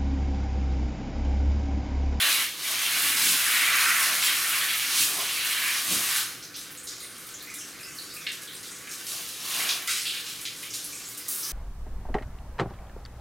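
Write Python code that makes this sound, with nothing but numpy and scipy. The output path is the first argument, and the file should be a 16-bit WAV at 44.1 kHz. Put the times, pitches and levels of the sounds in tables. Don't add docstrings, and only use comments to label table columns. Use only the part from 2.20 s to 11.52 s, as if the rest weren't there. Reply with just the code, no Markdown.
import sys
import numpy as np
from scipy import signal
from scipy.fft import rfft, irfft
from scipy.io import wavfile

SR = 44100
rng = np.random.default_rng(int(sys.argv[2]) if len(sys.argv) > 2 else 0)


def generate_wav(sig):
    pcm = np.round(np.clip(np.atleast_2d(sig).T, -1, 1) * 32767).astype(np.int16)
    wavfile.write(sys.argv[1], SR, pcm)


N = 411003
T = np.arange(N) / SR

# start_s, level_db
JET_PLAY = [(0.0, -28), (0.21, -30.5), (0.28, -43.5), (0.36, -48), (0.46, -33.5), (0.9, -29.5),
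            (1.42, -28.5), (2.1, -30.5), (2.6, -33.5), (3.0, -33.5), (3.98, -32.5), (4.03, -42),
            (4.25, -57.5), (6.65, -54.5), (7.2, -44.5), (7.35, -30.5), (7.5, -37.5), (7.61, -46.5),
            (8.4, -52), (9.05, -48.5), (9.32, -41)]
# start_s, churn level_db at reference play, bubble pitch_hz
COAT_POOL = [(0.0, -25, 2780), (0.5, -30, 2900), (0.78, -27, 2670), (1.03, -32, 2250), (1.39, -26, 2510),
             (1.7, -25, 1650), (1.97, -31.5, 2400), (2.07, -25.5, 2680), (2.2, -30.5, 2120),
             (2.38, -25, 2540), (2.78, -30.5, 2720), (2.95, -34, 2260), (3.12, -27.5, 3200),
             (3.47, -26, 2110), (3.65, -34, 2520), (4.3, -25, 1600), (6.6, -24.5, 1620), (7.3, -33.5, 3340),
             (7.45, -26.5, 2550), (9.32, -36.5, 1490)]
# centre_s, half_length_s, drumming level_db, spray level_db
RIB_SWEEPS = [(0.88, 0.092, -49, -31.5), (1.078, 0.053, -46.5, -23), (2.054, 0.03, -54, -26),
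              (2.805, 0.042, -47.5, -21), (3.726, 0.038, -39, -25.5), (3.973, 0.029, -64, -27)]
# start_s, level_db before the pressure front, pitch_hz, spread_octaves, fade_s
RIM_SQUIRTS = [(4.226, -34.5, 5200, 0.26, 0.024), (4.342, -36.5, 4300, 0.35, 0.042),
               (4.508, -41, 11800, 0.3, 0.024), (4.574, -41, 7600, 0.14, 0.033),
               (4.671, -34.5, 5360, 0.34, 0.058), (4.8, -40, 4060, 0.12, 0.036),
               (4.815, -43.5, 9500, 0.12, 0.11), (5.139, -37, 6640, 0.11, 0.016),
               (5.225, -43, 11670, 0.24, 0.027), (5.27, -42.5, 2230, 0.11, 0.065),
               (5.65, -43, 2620, 0.048, 0.034), (5.34, -37, 8520, 0.38, 0.044),
               (5.386, -37.0, 6400, 0.14, 0.044), (5.667, -42.5, 6800, 0.28, 0.3),
               (5.784, -38, 4280, 0.09, 0.031), (5.9, -40, 4410, 0.15, 0.037),
               (5.965, -42.5, 2460, 0.08, 0.032), (6.016, -43.5, 3480, 0.068, 0.034),
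               (6.066, -29, 2740, 0.41, 0.036), (6.118, -36, 7500, 0.44, 0.029),
               (6.274, -42, 3620, 0.14, 0.066), (6.43, -39, 5600, 0.64, 0.08),
               (6.673, -38.5, 1930, 0.35, 0.027), (6.71, -35.5, 6500, 0.6, 0.069),
               (6.867, -33, 6100, 0.61, 0.2), (7.487, -22.5, 3880, 0.44, 0.033),
               (7.675, -25, 4270, 0.79, 0.14), (7.68, -24.5, 1710, 0.24, 0.02),
               (7.854, -30.5, 3630, 0.39, 0.11), (7.928, -37.5, 2000, 0.26, 0.034),
               (8.06, -33, 4050, 0.56, 0.045), (8.21, -35.0, 9300, 0.3, 0.026),
               (8.253, -29.5, 3640, 0.5, 0.027), (8.429, -39, 2800, 0.31, 0.057),
               (8.503, -33, 6260, 0.19, 0.023), (8.537, -31.5, 5470, 0.6, 0.073),
               (8.643, -35, 8850, 0.32, 0.036), (8.718, -43, 2400, 0.07, 0.033),
               (8.724, -38.5, 6850, 0.24, 0.069), (8.852, -38, 7010, 0.12, 0.026),
               (8.975, -32, 9500, 0.54, 0.021), (9.082, -30.5, 10400, 0.5, 0.24),
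               (9.231, -31, 5400, 0.13, 0.032)]
# centre_s, level_db, half_length_s
RUNOFF_POURS = [(.06, -43, 0.07), (.52, -45.5, 0.035), (.75, -50, 0.065), (1.9, -43, 0.08),
                (2.98, -41, 0.069), (3.72, -44, 0.071), (6.95, -49, 0.04), (7.42, -44.5, 0.13)]

# frequency_hz, density_db_per_hz
MIST_COLOUR = [(1000, -10), (2500, -29), (5000, -10.5), (8000, -3.5), (9500, -1), (12500, -2.5),
               (15000, -5), (16000, -11.5)]
# frequency_hz, density_db_per_hz
SIZZLE_COLOUR = [(850, -10), (1200, -1.5), (2000, -11), (3000, -2), (4500, 0.5), (6500, -1), (8200, -7),
                 (10000, -4), (15000, -16.5)]
# frequency_hz, density_db_per_hz
SPLASH_COLOUR = [(1900, -7), (3200, 1), (6000, -1.5), (10000, -0.5), (15000, -6)]
# frequency_hz, density_db_per_hz
BODY_COLOUR = [(50, -20), (100, -17), (165, -6), (300, -5.5), (450, -13), (800, -38)]
# frequency_hz, density_db_per_hz
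TILE_COLOUR = [(150, -13.5), (300, -6.5), (550, -7.5), (720, 1.5), (900, -12), (1100, 4), (1500, -13.5)]
# frequency_hz, density_db_per_hz
ROOM_COLOUR = [(15, -49), (25, -9), (43, -11.5), (60, -8), (114, -8.5), (200, -2), (225, -4.5), (289, -0.5),
               (395, -1.5), (425, -5.5), (507, -2), (554, -8.5), (850, -13), (1100, -45), (1870, -120)]
# pitch_hz, width_hz, level_db
ROOM_DRONES = [(117.2, 11, -64.5), (159.2, 4, -67), (291.7, 6.5, -64)]
# frequency_hz, side_gain_db
STEREO_WIDTH = [(60, -2.5), (150, -3.5), (400, -9), (2500, -10), (4500, -7.5), (8000, -28.5), (16000, -78)]

REFERENCE_JETS_DB = -30
MIST_DB, SIZZLE_DB = -30, -30.5
MIST_FOLLOWS, SIZZLE_FOLLOWS, CHURN_FOLLOWS = 0.89, 0.68, 0.96
PRESSED_FROM_S = 4.2
SPLUTTER_DB, SPLUTTER_RANGE_DB = -43, 1.5
DRIP_DB = -56.5
ROOM_RUSH_DB = -55
ROOM_T60_S = 0.32
LEAN_DB = -23.5
CUTOFF_HZ = 15850


def water_levels():
    play_db = in_time(JET_PLAY)[0] - REFERENCE_JETS_DB
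    pool_db, churn_hz = in_time(COAT_POOL)
    mist_db = MIST_DB + MIST_FOLLOWS * play_db
    sizzle_db = SIZZLE_DB + SIZZLE_FOLLOWS * play_db
    churn_db = pool_db + CHURN_FOLLOWS * play_db
    return mist_db, sizzle_db, churn_db, churn_hz


def wobble(per_s, depth_db):
    return depth_db * drift(per_s)


def spray(level_db, spectrum, per_s, spread_db, flutter_db):
    flutter = flutter_db * (drift(per_s=35) + drift(per_s=300))
    shower = drops(per_s, spread_db) * from_db(flutter)
    return from_db(level_db) * rms_one(coloured(shower, spectrum))


def churn(level_db, pitch_hz, spread_oct, per_s, size_db, sharpness, patchy_db, count=18):
    out, power = 0, 0
    for hz in np.geomspace(1120, 4400, count):
        octaves_off = np.log2(hz / pitch_hz)
        share = np.exp(-(octaves_off / spread_oct) ** 2 / 2)
        bubbles = resonance(drops(per_s, size_db), hz, hz / sharpness)
        patches = from_db(patchy_db * drift(per_s=25))
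        out = out + np.sqrt(share) * patches * bubbles
        power = power + share
    low_cut = signal.butter(4, 1000, "high", fs=SR, output="sos")
    return from_db(level_db) * signal.sosfilt(low_cut, out / np.sqrt(power))


def splashes():
    surges = swells([(s, db, half) for s, half, _, db in RIB_SWEEPS])
    return surges * rms_one(coloured(drops(per_s=8000, spread_db=2.5), SPLASH_COLOUR))


def drumming():
    surges = swells([(s, db, half) for s, half, db, _ in RIB_SWEEPS])
    return surges * rms_one(coloured(drops(per_s=1500, spread_db=7.5), BODY_COLOUR))


def squirts(rows, slit_opening_s, front_db, front_s, per_s, size_db, ragged_db):
    out = np.zeros(N)
    grains = drops(per_s, size_db) * from_db(ragged_db * drift(per_s=160))
    steps = np.linspace(-4, 4, 17)
    bell_db = -np.abs(steps) ** 3
    for s, db, hz, spread, fade in rows:
        start = int(s * SR)
        t = T[:min(int(7 * fade * SR), N - start)]
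        span = slice(start, start + len(t))
        pocket = np.c_[hz * 2 ** (steps * spread), bell_db]
        attack_s = slit_opening_s * np.exp(-spread / 0.053)
        front = from_db(front_db * np.exp(-t / front_s))
        shape = (1 - np.exp(-t / attack_s)) * np.exp(-t / fade) * front
        out[span] += from_db(db) * shape * rms_one(coloured(grains[span], pocket))
    return out


def splutter(pitch_hz, spread_oct, fade_s, count=30):
    when, size, pitch, length = rng.random((count, 4)).T
    level_db = SPLUTTER_DB + SPLUTTER_RANGE_DB * size
    hz = pitch_hz * 2 ** (pitch - .5)
    return np.c_[pressed_times(when), level_db, hz, np.full(count, spread_oct), fade_s * (.5 + length)]


def seepage(level_db, range_db, low_hz, high_hz, spread_oct, fade_s, count=100):
    when, size, pitch, width, length = rng.random((count, 5)).T
    row_db = level_db + range_db * size ** 2
    hz = low_hz * (high_hz / low_hz) ** pitch
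    spread = spread_oct * (.5 + width) * (.5 + pitch)
    return np.c_[pressed_times(when), row_db, hz, spread, fade_s * (.5 + length)]


def pressed_times(chance):
    count = len(chance)
    length_s = T[-1] - PRESSED_FROM_S - .05
    return PRESSED_FROM_S + (np.arange(count) + chance) / count * length_s


def drips(level_db, per_s, size_db, sharpness, count=8):
    pitches_hz = np.geomspace(2200, 12500, count)
    ticks = sum(resonance(drops(per_s, size_db), hz, hz / sharpness) for hz in pitches_hz)
    return from_db(level_db) * rms_one(ticks)


def bathroom(x, direct_db, wet_db, count=5):
    places = np.array([drift(per_s=110) for _ in range(count)])
    places /= np.sqrt(np.sum(places ** 2, axis=0))

    def reflections():
        wet = sum(signal.oaconvolve(x * near, tail(top_t60_s=0.27, split_hz=20000))[:N]
                  for near in places)
        return from_db(wet_db) * wet

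    mid, side = reflections(), reflections()
    return from_db(direct_db) * x + mid, side


def tail(top_t60_s, split_hz):
    length = SR * 3 // 4
    t, noise = T[:length], rng.standard_normal(length)
    main = signal.sosfilt(signal.butter(1, split_hz, fs=SR, output="sos"), noise)
    rest = noise - main
    response = main * from_db(-60 * t / ROOM_T60_S) + rest * from_db(-60 * t / top_t60_s)
    response = response * (t > .004)
    return response / np.sqrt(np.sum(response ** 2))


def near_echo(x, echo_db):
    lag = round(.00297 * SR)
    high_pass = signal.butter(2, 7000, "high", fs=SR, output="sos")
    return x + from_db(echo_db) * np.pad(signal.sosfilt(high_pass, x), (lag, 0))[:N]


def room_noise():
    rush = from_db(ROOM_RUSH_DB) * rms_one(coloured(rng.standard_normal(N), ROOM_COLOUR))
    drones = sum(from_db(db) * resonance(rng.standard_normal(N), hz, width) for hz, width, db in ROOM_DRONES)
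    return rush + drones


def drops(per_s, spread_db):
    at = np.flatnonzero(rng.random(N) < per_s / SR)
    size = from_db(spread_db * np.minimum(rng.standard_normal(len(at)), 3))
    clicks = np.zeros(N)
    clicks[at] = size * rng.choice([-1, 1], len(at))
    return rms_one(clicks)


def resonance(x, hz, width_hz):
    r = np.exp(-np.pi * width_hz / SR)
    feed = np.sqrt((1 - r * r) / 2) * np.array([1, 0, -1])
    ring = [1, -2 * r * np.cos(2 * np.pi * hz / SR), r * r]
    return signal.lfilter(feed, ring, x + 1e-18)


def coloured(x, spectrum, size=4096):
    cepstrum = irfft(np.log(gain_at(spectrum, np.fft.rfftfreq(size, 1 / SR))))
    cepstrum[1:size // 2] *= 2
    cepstrum[size // 2 + 1:] = 0
    return signal.oaconvolve(x, irfft(np.exp(rfft(cepstrum))))[:len(x)]


def gain_at(points, hz):
    f, db = np.transpose(points)
    octave = np.log2(np.maximum(hz, 1))
    outside = np.abs(octave - np.clip(octave, np.log2(f[0]), np.log2(f[-1])))
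    return from_db(np.interp(octave, np.log2(f), db) - 20 * outside)


def drift(per_s):
    knots = rng.standard_normal(N // 100)
    return np.interp(T * per_s, np.arange(len(knots)), knots)


def swells(rows):
    return sum(from_db(db) * np.exp(-((T - s) / half) ** 2 / 2) for s, db, half in rows)


def in_time(rows):
    s, *columns = np.transpose(rows)
    return [np.interp(T, s, c) for c in columns]


def together_db(*gains):
    return 10 * np.log10(sum(gain ** 2 for gain in gains))


def from_db(db):
    return 10 ** (np.asarray(db) / 20)


def rms_one(x):
    return x / np.sqrt(np.mean(x ** 2) + 1e-20)


def scene():
    mist_db, sizzle_db, churn_db, churn_hz = water_levels()
    mist_db = mist_db + wobble(per_s=11, depth_db=-0.1)
    water = spray(mist_db, MIST_COLOUR, per_s=5500, spread_db=4.0, flutter_db=1.76)
    fur_db = sizzle_db + wobble(per_s=8.2, depth_db=0.4)
    water += spray(fur_db, SIZZLE_COLOUR, per_s=7000, spread_db=3.0, flutter_db=2.2)
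    water += churn(churn_db, churn_hz, spread_oct=0.5, per_s=140, size_db=4.0, sharpness=15.0, patchy_db=0.7)
    water += drumming() + splashes()

    tiny = seepage(level_db=-49.5, range_db=10.5, low_hz=1715, high_hz=10370, spread_oct=0.067, fade_s=0.013)
    broad = splutter(pitch_hz=8650, spread_oct=0.34, fade_s=0.044)
    leaks = np.vstack([RIM_SQUIRTS, tiny, broad])
    water += squirts(leaks, slit_opening_s=0.0035, front_db=4.0, front_s=0.0042,
                     per_s=6500, size_db=3.5, ragged_db=2.5)

    runoff_db = together_db(swells(RUNOFF_POURS), from_db(churn_db - 23.0))
    water += spray(runoff_db, TILE_COLOUR, per_s=1400, spread_db=4.5, flutter_db=0.2)
    drip_db = together_db(from_db(sizzle_db - 16.5), from_db(DRIP_DB))
    water += drips(drip_db, per_s=4, size_db=4.5, sharpness=2.0)

    mid, side = bathroom(water, direct_db=-3.5, wet_db=-2.5)
    mid = near_echo(mid, echo_db=-11.5) + room_noise()
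    lean = signal.sosfilt(signal.butter(1, 2500, fs=SR, output="sos"), mid)
    side = coloured(side + from_db(-4.0) * room_noise(), STEREO_WIDTH) - from_db(LEAN_DB) * lean
    return np.array([mid + side, mid - side])


def record(dry):
    return signal.sosfilt(signal.ellip(12, .1, 80, CUTOFF_HZ, fs=SR, output="sos"), dry)


dry = scene()
out = record(dry)
generate_wav(out)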